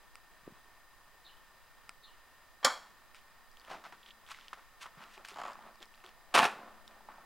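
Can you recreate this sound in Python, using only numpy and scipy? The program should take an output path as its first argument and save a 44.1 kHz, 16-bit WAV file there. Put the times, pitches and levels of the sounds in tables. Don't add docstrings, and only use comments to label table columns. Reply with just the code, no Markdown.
import sys
import numpy as np
from scipy import signal
from scipy.fft import rfft, irfft, next_fast_len
from scipy.io import wavfile
from scipy.ndimage import uniform_filter1d

SR = 44100
rng = np.random.default_rng(int(sys.argv[2]) if len(sys.argv) > 2 else 0)


def output_pcm(signal):
    pcm = np.clip(np.atleast_2d(signal).T, -1, 1) * 32767
    wavfile.write(sys.argv[1], SR, np.round(pcm).astype(np.int16))


def rack_gain(trim_db):
    fader = np.asarray(trim_db, float)
    return 10 ** (fader / 20)


N = 320033

# freq_hz, level_db, t60_s
DOOR_MODES = [(639, -14, 0.42), (856, -19, 0.32), (1003, -14, 0.47), (1088, -3, 0.16), (1150, -8, 0.32),
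              (1181, 1, 0.26), (1272, -16, 0.27), (1319, -6, 0.24), (1440, 4.5, 0.17), (1550, -3, 0.15),
              (1760, -2, 0.19), (2140, -7, 0.1), (2270, -8, 0.19), (2300, -5, 0.11)]
# freq_hz, level_db, t60_s
ROD_MODES = [(3170, -2, 0.23), (3302, 0.5, 0.3), (3400, -8, .25), (4070, 0, 0.2), (4430, -8, 0.39),
             (4530, -9, 0.4), (5281, -9, 0.29), (5450, -11, 0.18), (6196, -19, 0.24), (6756, -17, 0.3),
             (7350, -9, 0.26), (7693, -15, 0.24), (9878, -23, 0.26), (10170, -23, 0.26)]


def level(x, db):
    return x * rack_gain(db) / np.sqrt(np.mean(x ** 2))


def colour(x, points):
    hz, db = np.transpose(points)
    size = next_fast_len(len(x))
    log_hz = np.log(np.maximum(np.arange(size // 2 + 1) * SR / size, 1))
    gain = rack_gain(np.interp(log_hz, np.log(hz), db))
    return irfft(rfft(x, size) * gain, size)[:len(x)]


def band(x, hz, width_hz):
    b, a = signal.iirpeak(min(hz, 0.45 * SR), hz / width_hz, fs=SR)
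    return signal.lfilter(b, a, x)


def peaks(x, table):
    out = np.zeros(len(x))
    for k, (hz, width_hz, db) in enumerate(table):
        pole_width_hz = 2.11 * width_hz
        steep = band(band(x, hz, pole_width_hz), hz, pole_width_hz)
        out += (-1) ** k * rack_gain(db) * steep
    return out


def grit(rate_hz, scatter_db):
    hit = rng.random(N) < rate_hz / SR
    size = rack_gain(scatter_db * np.minimum(rng.exponential(size=N), 3))
    return level(hit * size * rng.standard_normal(N), 0)


def ring(hz, ms):
    t = np.arange(int(0.06 * SR)) / SR
    attack = 1 - np.exp(-t * hz * 2.02)
    return np.sin(2 * np.pi * hz * t) * np.exp(-t * 2300 / ms) * attack


def add(out, s, sound):
    i = int(s * SR)
    out[i:i + len(sound)] += sound[:N - i]


def clunk(blows, shake, modes, modes_db, linger):
    out, start_s = np.zeros(N), blows[0][0] - 0.05
    shake = level(shake, 0)[int(start_s * SR):][:SR]
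    t = start_s + np.arange(len(shake)) / SR
    dull = signal.sosfiltfilt(signal.butter(2, 2700, fs=SR, output="sos"), shake)
    treble = shake - dull
    rattle = np.zeros(len(shake))
    for s, db, rise_ms, fall_ms, treble_db in blows:
        age_ms = 1000 * np.maximum(t - s, 0)
        decay_db = np.maximum(-60 * age_ms / fall_ms, -200)
        force = rack_gain(db) * (1 - np.exp(-age_ms / rise_ms)) * rack_gain(decay_db)
        rattle += force * (dull + rack_gain(treble_db) * treble)
    twins = 1 + 0.0086 * rng.standard_normal((len(modes), 4))
    panels = np.zeros(len(shake))
    for (hz, db, t60_s), row in zip(modes, twins):
        width_hz = 2.2 / (linger * min(t60_s, 0.5))
        for twin in row:
            panels += rack_gain(db) * np.sqrt(t60_s) * band(rattle, hz * twin, width_hz)
    match = np.sqrt(np.sum(rattle ** 2) / np.sum(panels ** 2))
    add(out, start_s, rattle + panels * rack_gain(modes_db) * match)
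    return out


def lock_actuators():
    # start_s, rattle_db, rise_ms, fall_t60_ms, treble_db
    blows = [
        (2.628, -35, 1.2, 160, -28),
        (2.643, -21.5, 4.9, 100, -41),
        (2.6465, -17, 0.9, 44, 3),
        (2.660, -25.5, 2.9, 169, -9.5),
        (2.69, -37, 12, 466, -11.5),
    ]
    # freq_hz, width_hz, level_db
    rattle_bands = [(232, 150, -24), (604, 236, -9.5), (1144, 710, -2.5), (1427, 680, -2.5), (2260, 260, -10),
                    (2770, 300, -35), (9940, 1450, -20), (14300, 2600, -29),
                    (3250, 200, -5.5), (4280, 410, -6), (5420, 310, -5.5), (7050, 660, -7)]
    shake = peaks(grit(20000, 0.96), rattle_bands)
    return clunk(blows, shake, [*DOOR_MODES, *ROD_MODES], -9.5, 0.36)


def struck_doors():
    out, t = np.zeros(N), np.arange(SR // 2) / SR
    strike_s, twin_spread = 2.649, 0.0056
    for table, db in ((DOOR_MODES, -35), (ROD_MODES, -41)):
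        chance = rng.standard_normal((len(table), 2))
        for (hz, mode_db, t60_s), (off, turn) in zip(table, chance):
            twin_hz = hz * (1 + twin_spread * off)
            pair = np.sin(2 * np.pi * hz * t) + 0.74 * np.sin(2 * np.pi * twin_hz * t + turn)
            envelope = rack_gain(db + mode_db - 60 * t / t60_s) * (1 - np.exp(-t / 0.0032))
            add(out, strike_s, envelope * pair)
    return out


def hatch_latch():
    # start_s, rattle_db, rise_ms, fall_t60_ms, treble_db
    blows = [(6.322, -49.5, 8, 280, -23), (6.340, -23.5, 4, 213, 4.5), (6.348, -21, 0.97, 81, 5.5),
             (6.361, -20.5, 1.1, 61, -16), (6.3765, -20, .6, 73, -4), (6.386, -27, .6, 27, 11),
             (6.390, -18, 0.75, 44, -5), (6.396, -31.5, 2, 460, -7.5), (6.419, -36, .6, 30, 7),
             (6.4285, -22, .5, 86, -6), (6.4415, -30, .5, 24, 6.5), (6.452, -27.5, 1.1, 83, 0),
             (6.462, -56, 20, 200, -12), (6.485, -56, 2, 74, 6), (6.508, -58, 2, 110, 11)]
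    # freq_hz, level_db, t60_s
    modes = [(419.5, 11, 0.5), (702, 8.5, 0.16), (790, -6, 0.3), (880, 4, .4), (1100, 2, 0.073),
             (1350, -2, 0.2), (1500, 5, 0.06), (1700, -4, 0.2), (2420, 1, .15), (2600, 4, 0.08),
             (3700, 3, 0.05), (3880, -8, .15), (4600, -12, .1), (9200, -8, .02)]
    # freq_hz, level_db (per Hz)
    spectrum = [(35, -62), (110, -16), (262, -9.5), (437, -8), (785, 0.5), (1470, 1), (2000, -5.5),
                (2580, -4), (2900, -6.5), (7000, -20.5), (9300, -21.5), (11500, -28.5), (16000, -39)]
    return clunk(blows, colour(grit(11000, 2.0), spectrum), modes, -14, 0.61)


def boom():
    # start_s, level_db
    blows = [
        (2.65, -74),
        (3.721, -71),
        (4.982, -71),
        (5.401, -70),
        (6.359, -61.5),
    ]
    out, t = np.zeros(N), np.arange(2 * SR) / SR
    freq_hz, t60_s, rise_s = 219, 3.4, 0.051
    for s, db in blows:
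        envelope = rack_gain(db - 60 * t / t60_s) * (1 - np.exp(-t / rise_s))
        add(out, s, envelope * np.sin(2 * np.pi * freq_hz * t))
    return out


def friction():
    # peak_s, swell_ms (per 20 dB), fade_ms (per 20 dB), body_db, grit_db (relative)
    scrapes = [(3.152, 2, 77, -69, 11), (4.318, 41, 20, -48, 0.5), (4.811, 1, 40, -61, 1),
               (4.822, 15, 25, -58.5, 5), (4.833, 26, 26, -49.5, -0.5), (5.15, 81, 51, -70, 13),
               (5.25, 1, 13, -55, 8), (5.27, 49, 120, -67, 4), (5.292, 29, 80, -63.5, 9.5)]
    rubs = [(3.718, 66, 66, -46.5, -6), (3.706, -6, 35, -44, 3), (3.812, -2, 37, -64, 2),
            (3.84, 2, 42, -52, -5), (3.854, 6, 69, -53, -10.5), (3.924, 0, 33, -47, -13),
            (4.1, 200, 30, -69.5, 6), (4.35, 64, 348, -71.5, 13), (4.533, 2.5, 13, -41.5, -7.5),
            (4.595, 70, 18, -58, -15), (4.862, 5, 20, -49, -10), (4.89, 28, 40, -70, 2),
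            (4.982, 60, 148, -58, -10), (5.024, 42, 66, -54, -7), (5.36, 16, 27, -55, -15),
            (5.53, 20, 252, -58, -12), (6.04, 3, 58, -57, -2.5), (7.086, 1, 244, -55.5, -36)]
    shuffles = [(3.74, 41, 120, -57, -7), (5.19, 29, 69, -59, -19), (5.34, 47, 30, -61, -21),
                (5.676, 110, 60, -59, -27), (5.83, 28, 30, -61, 7), (6.09, 93, 37.04, -75, 10),
                (6.54, 27, 150, -61, -8), (6.65, 590, 292, -58.5, -18), (6.9, 18, 149, -67.5, -3),
                (6.98, 47, 400, -75, -22), (7.21, 230, 200, -72.5, -28)]
    # freq_hz, width_hz, level_db
    body_bands = [(1000, 295, 0), (1250, 370, 3), (1820, 1400, -15)]
    # freq_hz, width_hz, level_db
    grit_bands = [(2330, 1500, 30), (3300, 2400, -15), (4600, 600, -2)]
    t, out = np.arange(N) / SR, np.zeros(N)
    body = level(peaks(grit(5000, 1.5), body_bands), 0)
    grains = level(peaks(grit(4500, 1.5), grit_bands), 0)
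    dust = level(peaks(grit(2500, 1.0), [(6740, 2800, 9.0), (11500, 5600, -11)]), 0)
    thud = level(peaks(grit(1500, 1.9), [(200, 103, -5.0), (353, 52, -6.0), (713, 285, 0.5)]), 0)
    for table, dust_db, thud_db in ((scrapes, -8, -30), (rubs, -23, -7.5), (shuffles, -27, 3.1)):
        for s, swell_ms, fade_ms, db, grit_db in table:
            on = slice(int((s - swell_ms / 500) * SR), int((s + fade_ms / 500) * SR))
            ms = 1000 * (t[on] - s)
            force = rack_gain(db + 20 * np.minimum(ms / swell_ms, -ms / fade_ms))
            mix = body[on] + rack_gain(grit_db) * grains[on] + rack_gain(thud_db) * thud[on]
            mix += rack_gain(dust_db + 0.73 * grit_db) * dust[on]
            out[on] += force * mix
    return out


def contacts(hits):
    out = np.zeros(N)
    fade = np.exp(-np.arange(300) / SR / 0.0007)
    for s, db, ring_hz, ring_ms, crack_hz, crack_db in hits:
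        noise = rng.standard_normal(300)
        crack = ring(crack_hz, 1.6)[:300]
        splinters = fade * band(noise, 1.5 * crack_hz, 0.8 * crack_hz)
        add(out, s, rack_gain(db) * ring(ring_hz, ring_ms))
        add(out, s, rack_gain(db + crack_db + 5) * (crack + 0.5 * splinters))
    return out


def knocks():
    # start_s, peak_db, ring_hz, crack_db (relative)
    table = [(0.57, -48, 1020, -20), (3.676, -43, 1800, -14), (3.681, -45, 630, -4), (3.706, -45, 655, -18),
             (3.714, -32, 740, -14), (3.722, -34, 890, -16), (3.739, -40, 800, -14), (3.754, -37, 890, -16),
             (4.288, -43, 1700, -20), (4.346, -37, 2050, -20), (3.839, -41, 1150, -21),
             (3.853, -46, 1130, -15), (3.924, -36.5, 1010, -20), (4.315, -30.5, 1380, -21),
             (4.387, -39, 1390, -20), (4.53, -27, 1220, -25), (4.8576, -31.5, 1250, -16),
             (4.865, -35, 1100, -12), (4.873, -42, 1150, -18), (6.3493, -13, 1390, -11),
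             (6.362, -15, 1500, -15), (6.377, -12, 1300, -9), (6.429, -16, 1450, -6),
             (6.441, -22, 1610, -5), (6.453, -18, 1300, -4), (5.04, -45, 1190, -9), (5.178, -41, 910, 0.5),
             (5.248, -39, 1570, -2.5), (5.315, -40, 1310, -15), (5.555, -34, 1150, -16),
             (5.59, -40.5, 856, -14), (5.64, -44, 1000, -26), (5.673, -40, 1100, -21),
             (5.687, -42, 1050, -16), (5.609, -42, 950, -20), (5.756, -46, 1120, -12), (6.04, -48, 875, -6),
             (7.007, -43, 830, -27), (7.087, -33.5, 870, -37), (7.182, -38, 860, -20)]
    ring_cycles, crack_hz = 5.2, 2480
    return contacts([(s, db, hz, 1000 * ring_cycles / hz, crack_hz, crack_db)
                     for s, db, hz, crack_db in table])


def ticks():
    # start_s, peak_db, crack_hz, crack_db (relative)
    table = [(3.515, -55, 4900, -2), (3.571, -50, 3200, 5.5), (3.190, -57, 3000, 6), (3.529, -61, 5000, 2),
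             (3.608, -58, 4800, 2), (3.615, -57, 3300, 7), (5.608, -57, 3300, 0), (5.625, -58, 3530, 3),
             (3.598, -55, 4700, 7), (3.649, -46, 3100, 0), (4.265, -56, 3150, 10), (4.277, -56, 3400, 5),
             (4.374, -60, 3200, 6), (4.411, -53, 3330, 7), (4.4825, -50.5, 3120, 12.5),
             (5.039, -49.5, 2700, 7.5), (5.533, -47, 4900, -2), (5.757, -59.5, 4800, 6),
             (5.804, -57, 3600, 4), (5.821, -51, 3770, 4), (5.828, -42, 3400, 4), (5.343, -49.5, 3600, 5),
             (5.856, -53, 5200, 1), (5.940, -48.5, 2670, 1), (5.947, -56, 3940, 3), (5.956, -57, 4600, 1),
             (5.977, -56, 2600, 3), (6.003, -54, 2600, 1), (6.063, -46.5, 3330, 6), (6.092, -54, 3000, 6),
             (6.878, -49.5, 3630, 7.5), (6.879, -60, 5400, 9)]
    ring_hz, ring_ms = 1230, 2.7
    return contacts([(s, db, ring_hz, ring_ms, hz, crack_db) for s, db, hz, crack_db in table])


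def pebbles():
    # start_s, peak_db
    table = [(4.0305, -39.5), (4.0618, -35.5), (4.076, -43), (4.0878, -37), (4.1067, -33.5), (4.1124, -44)]
    out = np.zeros(N)
    for s, db in table:
        add(out, s, rack_gain(db) * ring(3240, 1.03))
        add(out, s + 0.0035, rack_gain(db - 5) * ring(3300, 1.6))
    return out


def thuds():
    # start_s, peak_db, freq_hz, ring_ms
    table = [(0.432, -49, 124, 6.3), (0.469, -43.5, 180, 4.5), (0.477, -27.5, 348, 2.8),
             (0.504, -52, 226, 6.4), (0.521, -38.5, 159, 4.9), (2.648, -27, 539, 17.5),
             (2.664, -42.5, 257, 25), (4.972, -49.5, 153, 17), (5.004, -51, 229, 6.6),
             (5.175, -55, 387, 22), (5.316, -55, 402, 23), (5.807, -56.5, 345, 13), (6.043, -57, 370, 24)]
    out = np.zeros(N)
    for s, db, hz, ms in table:
        add(out, s, rack_gain(db + 6.5) * ring(hz, ms))
    return out


def button():
    # start_s, peak_db, treble_db (relative)
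    clicks = [(0.1553, -35, -11), (1.8932, -29, -11), (3.1465, -38, -15), (5.2865, -36, -6)]
    # freq_hz, level_db, ring_ms
    case_modes = [(1380, -7, 4.6), (2300, 6, 0.89)]
    # freq_hz, level_db, ring_ms
    dome_modes = [(5070, 6.5, 1.4), (8360, 9.5, 0.61)]
    out = np.zeros(N)
    case = sum(rack_gain(db) * ring(hz, ms) for hz, db, ms in case_modes)
    dome = sum(rack_gain(db) * ring(hz, ms) for hz, db, ms in dome_modes)
    for s, db, treble_db in clicks:
        add(out, s, rack_gain(db) * (case + rack_gain(treble_db) * dome))
    return out


def creak():
    # start_s, peak_db
    slips = [(5.36, -36.5), (5.371, -35.5), (5.386, -32.5), (5.393, -37.5), (5.4, -30.5), (5.416, -30.5),
             (5.42, -46), (5.436, -31), (5.452, -30.5), (5.463, -34), (5.474, -36.5), (5.481, -34),
             (5.49, -37), (5.499, -36.5), (5.509, -39), (5.518, -37.5), (5.528, -60)]
    mutter_bands = [(322, 170, -3.5), (730, 190, 5.0), (1130, 380, 6.5), (2570, 2100, -13.0)]
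    out = np.zeros(N)
    snap = 0.8 * ring(6900, 0.8) + 0.3 * ring(9500, 0.5) + ring(3100, 1.5) + 0.7 * ring(5000, 1.0)
    fade = np.exp(-np.arange(1500) / SR / 0.009)
    for s, db in slips:
        bend, crisp = rng.standard_normal(2)
        answer = ring(1100 * (1 + 0.08 * bend), 4.0) + 0.4 * ring(750, 6.0)
        mutter = fade * peaks(rng.standard_normal(1500), mutter_bands)
        add(out, s - 0.0008, rack_gain(db - 7 + 2 * crisp) * snap)
        add(out, s + 0.0004, rack_gain(db + 3) * answer)
        add(out, s + 0.001, rack_gain(db - 2) * mutter)
    return out


def bird():
    # start_s, length_s, start_hz, end_hz, level_db
    chirps = [
        (1.237, 0.055, 4130, 3610, -59.5),
        (1.276, 0.046, 3040, 2850, -64),
        (1.36, 0.023, 2960, 3170, -70),
        (2.017, 0.061, 4150, 3590, -59.5),
        (2.058, 0.058, 3200, 2840, -66),
    ]
    out = np.zeros(N)
    for s, length_s, start_hz, end_hz, db in chirps:
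        t = np.arange(int(length_s * SR)) / SR
        depth = 1.9 if start_hz > 3500 else 1.9 * 0.4
        trill = depth * np.sin(2 * np.pi * 190 * t)
        phase = 2 * np.pi * np.cumsum(np.linspace(start_hz, end_hz, len(t))) / SR
        patches = np.repeat(rng.random(len(t) // 200 + 1), 200)[:len(t)]
        gusts = 0.37 + 0.6 * uniform_filter1d(patches, size=90)
        add(out, s, rack_gain(db + 6) * np.hanning(len(t)) * gusts * np.sin(phase + trill))
    tail = rng.standard_normal(6000) * np.exp(-np.arange(6000) / SR / 0.038)
    tail /= np.sqrt(np.sum(tail ** 2))
    return out + rack_gain(2.0) * signal.fftconvolve(out, tail)[:N]


def yard_echo(near):
    yard = band(rng.standard_normal(SR // 2), 710, 2300) * np.exp(-np.arange(SR // 2) / SR / 0.048)
    return rack_gain(-23.5) * signal.fftconvolve(near, yard / np.sqrt(np.sum(yard ** 2)))[:N]


def quiet_air():
    # freq_hz, level_db (per Hz)
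    spectrum = [(59, -36), (100, -13), (502, -8.5), (547, -6.5), (1130, 0.5), (1580, -6), (1800, -5),
                (2130, -9.5), (3860, -15), (4570, -19), (4980, -22.5), (6020, -26.5), (16000, -39)]
    swell_db = 0.7 * 77 * uniform_filter1d(rng.standard_normal(N), size=6000)
    return level(colour(rng.standard_normal(N), spectrum), -64) * rack_gain(swell_db)


def camera():
    # freq_hz, level_db (while on)
    whine = [(1818, -64.5), (3940, -79.5), (4907, -74.5), (7800, -88), (1020, -99)]
    frame_hz = 30000 / 1001
    frame = (np.arange(N) / SR * frame_hz + 0.00975) % 1
    on = uniform_filter1d(1.0 * (frame < 0.68), size=60)
    tones = sum(rack_gain(db) * np.sin(2 * np.pi * hz * frame / frame_hz) for hz, db in whine)
    half_s = ((frame - 0.385) % 0.5) / frame_hz
    tick = rack_gain(-63) * np.exp(-half_s / 0.0008) * np.sin(2 * np.pi * 15720 * half_s)
    return on * tones + tick


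def channel_hiss():
    # freq_hz, level_db (per Hz)
    spectrum = [(2.9, -43), (5.0, 11.5), (16, 2), (33, -5), (80, -12.5), (390, -27), (647, -30.5),
                (1150, -33), (2500, -26.5), (16000, -28)]
    return level(colour(rng.standard_normal(N), spectrum), -63)


def scene():
    near = lock_actuators() + struck_doors() + hatch_latch()
    near += friction() + knocks() + ticks() + pebbles() + thuds() + button() + creak()
    mono = near + yard_echo(near) + boom() + bird() + quiet_air() + camera()
    return np.tile(mono, (2, 1))


def roll_off(x):
    return signal.sosfilt(signal.butter(12, 16640, fs=SR, output="sos"), x)


def record(dry):
    # start_s, depth_db, recovery_ms
    ducks = [
        (6.366, -20, 3.3),
        (6.388, -14, 0.74),
        (6.3933, -20, 2.7),
    ]
    t, gain_db = np.arange(N) / SR, np.zeros(N)
    for s, db, ms in ducks:
        age_ms = 1000 * np.maximum(t - s, 0)
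        gain_db += (t > s) * db * np.exp(-(age_ms / ms) ** 2)
    rounded = 0.42 * np.tanh(dry / 0.42)
    bass_cut = signal.butter(2, 140, "high", fs=SR, output="sos")
    heard = signal.sosfilt(bass_cut, rounded * rack_gain(gain_db))
    hiss = np.array([channel_hiss() for _ in range(2)])
    treble_limit = signal.ellip(10, 0.2, 70, 15790, fs=SR, output="sos")
    return roll_off(signal.sosfilt(treble_limit, heard + hiss))


dry = scene()
out = record(dry)
output_pcm(out)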